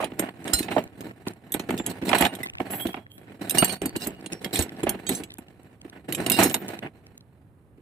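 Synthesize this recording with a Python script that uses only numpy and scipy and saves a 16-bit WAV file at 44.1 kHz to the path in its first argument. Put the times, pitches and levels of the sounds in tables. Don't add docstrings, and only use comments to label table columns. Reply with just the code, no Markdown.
import sys
import numpy as np
from scipy import signal
from scipy.fft import rfft, irfft, next_fast_len
from scipy.io import wavfile

SR = 44100
rng = np.random.default_rng(int(sys.argv[2]) if len(sys.argv) > 2 else 0)


def digitize_waveform(pressure):
    field = np.atleast_2d(pressure).T
    bounded = np.clip(field, -1, 1)
    quanta = np.round(bounded * 32767).astype(np.int16)
    wavfile.write(sys.argv[1], SR, quanta)


N = 344725

# (f/Hz, level/dB)
AIR_SPECTRUM = [(20, -29.5), (45, -19.5), (65, -4), (105, 2.5), (350, -13), (1600, -32), (6000, -55.5),
                (9500, -43), (15000, -49.5)]
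AIR_DB = -55
# (f/Hz, level of side re mid/dB)
PORT_WIDTH = [(45, -3.5), (80, -7.5), (130, -12), (300, -16.5), (700, -4.5), (1400, -2.5), (2800, 0.5),
              (5000, -3), (12000, -1)]
BAND_LIMIT_HZ = 15350

# (f/Hz, bandwidth/Hz, level/dB)
PANEL_MODES = [(199, 38, 2), (256, 38, -2.5), (312, 100, 0), (420, 36, -15)]
HEAP_MODES_HZ = [2870, 3260, 3763, 4128, 5027, 5600, 6590, 7420, 7880, 8555, 8850, 9930, 11210, 11800,
                 12430, 13280, 14190]
LOW_MODES_HZ = 4000

# (t/s, level of box rumble/dB)
HAND_PRESSURE = [(0, -41.5), (.38, -47.5), (.65, -40.5), (.92, -54), (1.4, -49.5), (2.38, -37), (2.53, -53),
                 (2.75, -42), (3.05, -73), (3.22, -50.5), (4.2, -47.5), (4.95, -41), (5.34, -57),
                 (6.02, -54.5), (6.62, -38.5), (6.95, -53), (7.15, -59.5), (7.8, -78.5)]
LIGHT_SCRAPE_DB, LIGHT_RATTLE_DB = -5, -12.5
# (t/s, length/s, level of box rumble/dB, weight of scraping/dB, weight of steel rattle/dB)
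HAND_SHOVES = [(0, 0.028, -30.5, 6, -5), (0.196, 0.097, -34.5, 0.5, -15.5), (0.447, 0.11, -35.5, -2.5, -9),
               (0.544, 0.08, -38, -3, 9), (0.704, 0.089, -32, -7, -8.5), (0.971, 0.14, -37.5, -8.5, -13.5),
               (1.705, 0.11, -30.5, -12.5, -20.5), (1.89, 0.018, -29, -11, -4),
               (2.047, .09, -28.5, -5.5, -3.5), (2.141, 0.12, -26, 5.5, -1), (2.645, 0.2, -39, 0, -9),
               (3.26, .06, -46, -8, -22), (3.407, 0.28, -38, -4, -8.5), (3.54, 0.2, -31, 0, 2),
               (3.988, 0.082, -42.5, -2, 7.5), (4.402, 0.059, -34, -8.5, -9.5),
               (4.526, 0.085, -29, -4.5, 5), (5.095, 0.085, -37, -7.5, 0.5),
               (5.918, 0.057, -49.5, 2.5, -13), (6.077, 0.11, -36.5, -8.5, -12),
               (6.171, 0.41, -28.5, -5, -10.5), (6.322, 0.056, -32.5, -2, 8.5),
               (6.375, 0.076, -20, -0.5, -1), (6.471, 0.038, -40, -3.5, 3), (6.685, 0.058, -39, 2, -5.5),
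               (6.817, 0.052, -34, -2.5, -24)]
SHOVE_RISE_S, SHOVE_SAG_DB_PER_S, SHOVE_T60_S = .012, 13.5, .097
SETTLE_DB, SETTLE_T60_S = -17, .27
# (f/Hz, level/dB)
SCRAPE_SPECTRUM = [(300, -26), (480, -1), (750, 6), (1300, -4.5), (2300, -1.5), (3500, -16), (5500, -37),
                   (9000, -38)]
# (f/Hz, level/dB)
RATTLE_SPECTRUM = [(2000, -11), (3900, 5.5), (5600, -4.5), (6800, -3), (8600, 2), (11000, -2.5),
                   (14000, -2.5)]
HOP_S = .013

# (t/s, level/dB, f/Hz)
BOX_JOLTS = [(0.536, -20.5, 65), (2.226, -25, 80), (3.62, -18, 128), (4.591, -16.5, 80)]
JOLT_T60_S = .092

# (t/s, level/dB)
CASE_BUMPS = [(.002, -31), (.032, -30), (.764, -21.5), (.779, -25), (2.602, -31), (2.944, -43),
              (4.867, -29.5)]
# (f/Hz, bandwidth/Hz, level/dB)
CASE_MODES = [(536, 27, -3.5), (646, 120, 2), (755, 75, -2.5), (806, 20, -11), (1260, 15, -26)]
BUMP_T60_S = .042

# (t/s, length/s, level/dB, weight of low modes/dB)
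ROD_SLIDES = [(2.705, 0.0079, -37.5, -10), (2.744, 0.014, -38, -18), (2.797, 0.015, -37, 4),
              (2.871, .03, -57, 12.5), (3.103, 0.055, -61.5, 5.5)]
# (f/Hz, level/dB, t60/s)
ROD_MODES = [(3219, -3, .25), (3300, -5, .42), (7776, -7, .3), (7925, -11, .3), (11162, -1, .25),
             (11400, -5, .3), (11668, -3, .3), (11885, -2, .3), (12800, -3, .2), (13250, -5, .25),
             (15020, -1, .1)]
SLIDE_HISS_DB, SLIDE_T60_S = -18, .0468

TOOL_MODES = { "spanner": [(1432, -18, .15), (4118, -8.5, .38), (5258, -4, .1), (6886, -15, .2),
              (7390, 0, .1), (8540, -5, .14), (10150, -10, .2), (12190, -13, .14)],
              "wrench": [(2870, -7, .25), (4492, -23, .4), (8798, 0, .24), (12430, -21, .17),
              (13290, -17, .17)], "bar": [(2860, 0, 0.23), (4500, -7.5, 0.35)], "pliers": [(2793, -1, .26),
              (3771, -2, .19), (4100, -6, .09), (5022, 3, .14), (8556, -3, .12), (11199, -9, .14),
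              (13396, -9, .12)], "bolt": [(5170, -11, 0.17), (5550, 5, 0.12), (7920, -4, 0.087),
              (8800, 6, 0.043)], "socket": [(2020, -2.5, 0.14), (8600, -11, 0.062)],
              "key": [(2454, -9, .07), (3229, -2, .07), (3800, -3, .12), (4492, -6, .08), (6583, -2, .13),
              (7859, 0, .18)], "nut": [(4140, -8, .06), (6155, -3, .1), (7585, 0, .12), (8914, -13, .16),
              (9918, -5, .17)], "ratchet": [(2244, -8, .25), (4139, -4, .15), (5342, -3, .15),
              (6586, 0, .12), (9288, -4, .14), (10825, 0, .14), (12198, 0, .14), (14176, 0, .32)],
              "plug": [(1972, -3, .08), (2473, 0, .08), (3334, -1, .1), (3625, -2, .07), (3814, 0, .09),
              (4134, -1, .1), (4395, -6, .1), (5146, -7, .12), (8554, 1, .08)], "driver": [(2392, -2, .2),
              (2925, -2, .2), (3289, -5, .2), (4411, 1, .5), (5001, -9, .2), (6306, -9, .2),
              (8920, 0, .15)], "pin": [(3500, 1, .08), (7300, -3, .22)], }
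# (t/s, tool, level/dB, factor on ring time,
# weight of low modes/dB, set by where the tool is struck)
FREE_RINGS = [(.535, "spanner", -15, 0.61, 6), (0.533, "wrench", -22, 0.99, -5),
              (.587, "wrench", -33, 0.39, 3.5), (1.788, "pin", -33.5, 0.76, 0),
              (2.183, "plug", -39, 1.2, 5), (2.212, "wrench", -39, 1.26, 12),
              (2.432, "socket", -22.5, 0.59, -0.5), (3.584, "wrench", -10.5, 0.88, 0),
              (3.647, "driver", -41, 0.51, -9), (3.68, "wrench", -30, 0.92, -4),
              (3.696, "driver", -33, 0.3, 4.5), (3.856, "bar", -38, 0.9, -21), (3.962, "bar", -63, 7.5, 6),
              (4.019, "pliers", -38, 0.64, 0), (4.323, "bolt", -46.5, 1.2, 0), (4.557, "plug", -34, 1.2, 0),
              (4.571, "plug", -38, 0.88, 2), (4.606, "pliers", -52, 0.47, -6), (5.067, "key", -33, 1.7, -2),
              (5.15, "nut", -29, 0.72, 0), (6.319, "pliers", -36, 1.6, 6), (6.43, "ratchet", -30, 1.33, -4),
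              (6.46, "plug", -42, 0.85, -14)]

# (t/s before a short delay, level/dB, hardness of contact/dB, t60/s)
TRAY_KNOCKS = [(.031, -22.5, 0, 0.15), (0.116, -25, -9.5, 0.015), (0.191, -14, -7, 0.037),
               (0.6, -15, -17, 0.026), (0.681, -26.5, 5, 0.047), (.71, -27.5, 9.5, 0.12),
               (0.762, -13.5, -9.5, 0.059), (0.777, -16.5, -2, 0.066), (1.265, -17.5, -9.5, 0.054),
               (1.542, -15.5, -8, 0.025), (1.594, -21.5, -3.5, 0.03), (1.69, -15.5, -5, 0.02),
               (1.704, -17.5, -1.5, 0.011), (1.795, -17.5, -6.5, 0.033), (1.862, -20.5, -6.5, 0.26),
               (2.017, -16.5, -14, 0.085), (2.089, -25, 10, 0.069), (2.112, -19.5, 3, 0.042),
               (2.128, -16.5, 12, 0.031), (2.153, -21, 3, 0.039), (2.202, -13.5, -2.5, 0.071),
               (2.219, -20, 11, 0.03), (2.238, -23, 5, 0.023), (2.25, -22, 10.5, 0.015),
               (2.6, -16.5, -4, 0.024), (2.732, -29.5, 5.5, 0.029), (2.85, -13, -16, 0.064),
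               (2.94, -27.5, 4.5, 0.023), (2.964, -27, -2, 0.097), (3.621, -8, 0.5, 0.032),
               (3.815, -15.5, -8.5, 0.0044), (3.851, -15.5, -11.5, 0.071), (3.955, -16, -13, 0.042),
               (4.059, -17.5, -8.5, 0.14), (4.259, -28, -7, 0.017), (4.321, -25.5, -17, 0.16),
               (4.441, -27, -16.5, 0.053), (4.589, -15.5, -3.5, 0.0066), (4.832, -11, -20.5, 0.017),
               (4.864, -15.5, -1.5, 0.22), (4.942, -22.5, -8, 0.059), (5.089, -15, -9, 0.086),
               (5.199, -25, -11, 0.2), (5.382, -28, -8, 0.032), (5.846, -27.5, -19, 0.028),
               (6.186, -20.5, -25.5, 0.091), (6.303, -14.5, -5.5, 0.088), (6.409, -18, 9, 0.15),
               (6.442, -9.5, -17.5, 0.091), (6.539, -25, 8, 0.044), (7.775, -40.5, -21, .08)]
KNOCK_RISE_S = .0011
THUMP_DB, CLACK_DB, CRACK_DB = -29, -17, -19
CRACK_PER_HARDNESS = 1

# (t/s before a short delay, level/dB, f of main mode/Hz,
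# weight of low clank/dB, weight of top sparkle/dB)
STEEL_CLINKS = [(.042, -22, 9200, -4.5, -16), (0.193, -12, 8500, -14, -12), (0.477, -25.5, 8500, -2.5, -34),
                (0.5344, -12.5, 7500, -31.5, -10.5), (0.59, -17.5, 8600, -10, -10),
                (0.627, -28.5, 6850, 0.5, -12), (1.006, -32, 14000, -9, -16),
                (1.272, -31, 8900, -20, -12.5), (1.5193, -19, 7760, -14, -5.5),
                (1.5389, -15.5, 8500, -9.5, -8.5), (1.594, -29.5, 6660, 0.5, -9),
                (1.704, -27.5, 8100, -10, -13), (1.7754, -28.5, 7700, -2.5, -12),
                (1.862, -13, 11150, -16, -14), (2.0896, -17.5, 7800, -4, -17.5),
                (2.1825, -16.5, 8000, -8, -7), (2.2077, -11, 11200, -14, -11.5),
                (2.2212, -23, 9000, 4.5, -12), (2.2493, -19.5, 12000, 4, -17), (2.35, -28.5, 9070, -6, -11),
                (2.868, -27, 13300, -2.5, -11), (3.495, -11.5, 13900, -15, -12.5),
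                (3.5067, -11, 8600, -13.5, -12), (3.644, -8.5, 7600, -16, -10.5),
                (3.723, -20, 8770, -22, -15), (3.8161, -24.5, 8100, -12, -18),
                (3.8562, -18, 8500, -15.5, -8), (3.9612, -20, 8360, -8.5, -14.5),
                (4.0695, -16, 14200, -26, -13), (4.2597, -25, 9400, -6.5, -27),
                (4.3213, -28, 9550, -5, -29.5), (4.4441, -23.5, 12100, 1, -22),
                (4.5554, -14.5, 8670, -7.5, -24.5), (4.589, -9.5, 8500, -21, -15.5),
                (4.622, -15, 7800, -16, -14), (4.832, -21.5, 11000, -11.5, -29),
                (4.892, -8.5, 14000, -16.5, -15.5), (5.09, -12, 9340, -10, -11),
                (5.123, -27.5, 8350, -6.5, -16), (5.2344, -29.5, 7900, -3.5, -13),
                (5.3825, -32, 11130, -25, -12), (6.123, -18, 11100, -5, -8.5),
                (6.1469, -15.5, 7500, -7.5, -14), (6.262, -15.5, 8600, -4, -15.5),
                (6.2976, -8, 11700, -10, -10), (6.316, -5, 9000, -14, -13.5),
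                (6.4323, -5.5, 13160, -21, -21), (6.439, -10, 9060, -12.5, -12.5),
                (6.496, -19.5, 10870, -11.5, -25.5), (6.541, -8.5, 11860, -8.5, -28)]
CLINK_T60_S, CLINK_HZ, SMALLER_DIES_FASTER = .07, 8500, .8


def gain_of(db):
    return 10 ** (np.asarray(db) / 20)


def evened(x):
    return x / np.sqrt(np.mean(x ** 2) + 1e-20)


def struck(x):
    return x / np.sqrt(np.mean(x[:1323] ** 2) + 1e-20)


def read(points, hz):
    f, value = np.transpose(points)
    return np.interp(np.log(hz + 1), np.log(f), value)


def add(mix, s, sound):
    part = mix[:, max(round(s * SR), 0):][:, :sound.shape[1]]
    part += sound[:, :part.shape[1]]


def band(x, lo_hz, hi_hz, order=3):
    sos = signal.butter(order, [lo_hz, min(hi_hz, .49 * SR)], "band", fs=SR, output="sos")
    return signal.sosfilt(sos, x)


def colour(x, points):
    size = next_fast_len(len(x))
    gain = gain_of(read(points, np.fft.rfftfreq(size, 1 / SR)))
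    return irfft(rfft(x, size) * gain, size)[:len(x)]


def wander(size, per_s):
    knots = rng.standard_normal(N // 100)
    return np.interp(np.arange(size) * per_s / SR, np.arange(len(knots)), knots)


def contact(t, t60, after_db, after_t60):
    decay = gain_of(-60 * t / t60) + gain_of(after_db - 60 * t / after_t60)
    return rng.standard_normal(len(t)) * decay


def resonate(x, modes):
    out = 0
    for hz, width, db in modes:
        weight = gain_of(db) * (.5 + rng.random())
        out = out + weight * signal.lfilter(*signal.iirpeak(hz, hz / width, SR), x)
    return out


def steel(t60, heap_db, heap_t60, count=40):
    t = np.arange(SR // 4) / SR
    hz = np.concatenate([rng.uniform(1700, 15500, count), HEAP_MODES_HZ])
    own = np.arange(len(hz)) < count
    height = rng.standard_normal(len(hz)) * np.where(own, 1, gain_of(heap_db))
    life = np.where(own, t60, heap_t60) * (.5 + rng.random(len(hz)))
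    decay = np.exp(-np.log(1000) * t / life[:, None])
    return height @ (decay * np.sin(2 * np.pi * hz[:, None] * t))


def ports(x, spread=1.19):
    size = next_fast_len(len(x))
    hz = np.fft.rfftfreq(size, 1 / SR)
    phase = spread * np.interp(np.sqrt(hz) / 2, np.arange(80), rng.standard_normal(size=80))
    shift = gain_of(read(PORT_WIDTH, hz)) * np.exp(1j * phase)
    side = irfft(rfft(x, size) * shift, size)[:len(x)]
    return np.array([x - side, x + side])


def outdoors(count=3):
    air = sum(ports(evened(colour(rng.standard_normal(N), AIR_SPECTRUM))) for _ in range(count))
    return gain_of(AIR_DB) * air / np.sqrt(count)


def stirring():
    t = np.arange(N) / SR
    light = gain_of([[0], [LIGHT_SCRAPE_DB], [LIGHT_RATTLE_DB]])
    power = (light * gain_of(np.interp(t, *np.transpose(HAND_PRESSURE)))) ** 2
    age = t[:SR // 2]
    for s, knock_db, *_ in TRAY_KNOCKS:
        settling = gain_of(knock_db + SETTLE_DB - 60 * age / SETTLE_T60_S)
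        add(power, s, (light * settling) ** 2)
    for s, length, db, scrape_db, rattle_db in HAND_SHOVES:
        fade_db = SHOVE_SAG_DB_PER_S * age + 60 * np.maximum(age - length, 0) / SHOVE_T60_S
        push = np.minimum(age / SHOVE_RISE_S, 1) * gain_of(db - fade_db)
        add(power, s, (gain_of([[0], [scrape_db], [rattle_db]]) * push) ** 2)
    return np.sqrt(power)


def slips(per_s, spread_db, hiss_db):
    size = gain_of(spread_db * np.minimum(rng.exponential(1, N), 2.5)) * rng.choice([-1, 1], N)
    impulses = size * (rng.random(N) < per_s / SR)
    return evened(impulses) + gain_of(hiss_db) * rng.standard_normal(N)


def jangle(drive, count=4):
    hop = (np.arange(N) / SR / HOP_S).astype(int)
    touched = rng.integers(count, size=N)[hop]
    out = 0
    for k in range(count):
        blow = np.pad(steel(.07, heap_db=-6, heap_t60=.09), 40)
        out = out + signal.oaconvolve(drive * (touched == k), colour(blow, RATTLE_SPECTRUM))[:N]
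    return out


def rummage(count=4):
    rumble, scrape, rattle = stirring()
    fits = gain_of(5 * np.tanh(wander(N, per_s=45)))
    t = np.arange(SR // 20) / SR
    out = np.zeros((2, N))
    for _ in range(count):
        drive = fits * slips(per_s=50, spread_db=4, hiss_db=-8)
        box = evened(band(resonate(drive, PANEL_MODES), 130, 550, order=2))
        box += gain_of(-10.5) * evened(band(drive, 99, 135, order=2))
        tail = rng.standard_normal(len(t)) * gain_of(-60 * t / .05)
        faces = colour(signal.oaconvolve(drive, tail)[:N], SCRAPE_SPECTRUM)
        parts = jangle(drive)
        spot = gain_of(-1) * rumble * evened(box)
        spot += gain_of(-3) * scrape * evened(faces)
        spot += gain_of(-7) * rattle * evened(parts)
        out += ports(spot)
    return out / np.sqrt(count)


def jolt(db, hz):
    t = np.arange(SR // 3) / SR
    thud = gain_of(db - 60 * t / JOLT_T60_S) * np.sin(2 * np.pi * hz * t)
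    return band(thud, 48, 900, order=2)


def bump(db):
    t = np.arange(SR // 4) / SR
    blow = contact(t, BUMP_T60_S, after_db=-25.5, after_t60=.19)
    return gain_of(db) * struck(band(resonate(blow, CASE_MODES), 480, 1170, order=2))


def slide(length, db, low_db):
    t = np.arange(SR * 2 // 3) / SR
    stop_db = 60 * np.maximum(t - length, 0) / SLIDE_T60_S
    grit_db = 2.93 * wander(len(t), per_s=260)
    rub = rng.standard_normal(len(t)) * gain_of(grit_db - stop_db)
    sound = gain_of(SLIDE_HISS_DB) * struck(band(rub, 8100, 15000, order=1))
    for hz, mode_db, t60 in ROD_MODES:
        q = hz * t60 * np.pi / np.log(1000)
        mode = signal.lfilter(*signal.iirpeak(hz, q, SR), rub)
        swell_db = 4 * wander(len(t), per_s=76)
        level_db = mode_db + low_db * (hz < LOW_MODES_HZ) + swell_db
        sound += gain_of(level_db) * mode / abs(mode).max()
    return gain_of(db) * sound


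def ring(tool, db, hold, low_db):
    t = np.arange(SR * 3 // 4) / SR
    sound = np.zeros(len(t))
    for hz, mode_db, t60 in TOOL_MODES[tool]:
        flutter_db = 4.5 * np.minimum(t / .05, 1) * wander(len(t), per_s=58)
        level_db = mode_db + low_db * (hz < LOW_MODES_HZ) - 60 * t / (t60 * hold) + flutter_db
        sound += gain_of(level_db) * np.sin(2 * np.pi * hz * t)
    neighbour = gain_of(-19) * struck(steel(.05, heap_db=-6, heap_t60=.04))
    sound[:len(neighbour)] += neighbour
    touches = rng.random(len(t)) < 150 / SR
    grazes = gain_of(-18) * rng.standard_normal(len(t)) * touches * np.exp(-t / .025)
    grazes[0] = 1
    damping = gain_of(-40 * np.maximum(t - .22, 0) / .12)
    return gain_of(db) * signal.fftconvolve(grazes, sound)[:len(t)] * damping


def knock(level_db, hard_db, t60):
    t = np.arange(SR // 3) / SR
    blow = contact(t, t60, after_db=-26, after_t60=.22) * (1 - np.exp(-t / KNOCK_RISE_S))
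    panels = struck(resonate(blow, PANEL_MODES)) + gain_of(9) * struck(band(blow, 170, 520))
    boom = gain_of(-13.5) * struck(band(panels, 190, 390, order=2))
    thump = gain_of(THUMP_DB) * struck(band(blow, 55, 150, order=2))
    clack = gain_of(CLACK_DB + hard_db) * struck(band(blow, 572, 912))
    crack = gain_of(CRACK_DB + CRACK_PER_HARDNESS * hard_db) * struck(band(blow, 1200, 2990))
    return gain_of(level_db) * (boom + thump + clack + crack)


def clink(level_db, hz, low_db, top_db):
    t = np.arange(SR // 4) / SR
    t60 = CLINK_T60_S * (CLINK_HZ / hz) ** SMALLER_DIES_FASTER
    tick = struck(contact(t, t60 * .5, after_db=-27.5, after_t60=.15))
    modes = struck(steel(t60 * .55, heap_db=-7, heap_t60=.068))
    metal = modes + .45 * tick
    main_mode = gain_of(-24) * struck(np.sin(2 * np.pi * hz * t) * gain_of(-60 * t / t60))
    clank = gain_of(low_db - 13.5) * struck(band(metal, 1400, 4200))
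    body = gain_of(-21) * struck(band(metal, 6780, 11000))
    sparkle = gain_of(top_db - 8.5) * struck(band(metal, 10500, 13000))
    bite = 1 - np.exp(-t / .00022)
    return gain_of(level_db) * bite * (clank + body + sparkle + main_mode)


def scene():
    mix = outdoors() + rummage()
    for s, *hit in BOX_JOLTS:
        add(mix, s, ports(jolt(*hit)))
    for s, db in CASE_BUMPS:
        add(mix, s, ports(bump(db)))
    for s, *drag in ROD_SLIDES:
        add(mix, s, ports(slide(*drag)))
    for s, *hit in FREE_RINGS:
        add(mix, s, ports(ring(*hit)))
    for s, *hit in TRAY_KNOCKS:
        add(mix, s + .001982, ports(knock(*hit)))
    for s, *hit in STEEL_CLINKS:
        add(mix, s + .0012, ports(clink(*hit)))
    return mix


def record(dry):
    rounded = dry / (1 + (dry / .9) ** 6) ** (1 / 6)
    low_pass = signal.firwin(101, BAND_LIMIT_HZ, window=("kaiser", 9), fs=SR)
    return signal.oaconvolve(rounded, low_pass[None], "same")


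dry = scene()
out = record(dry)
digitize_waveform(out)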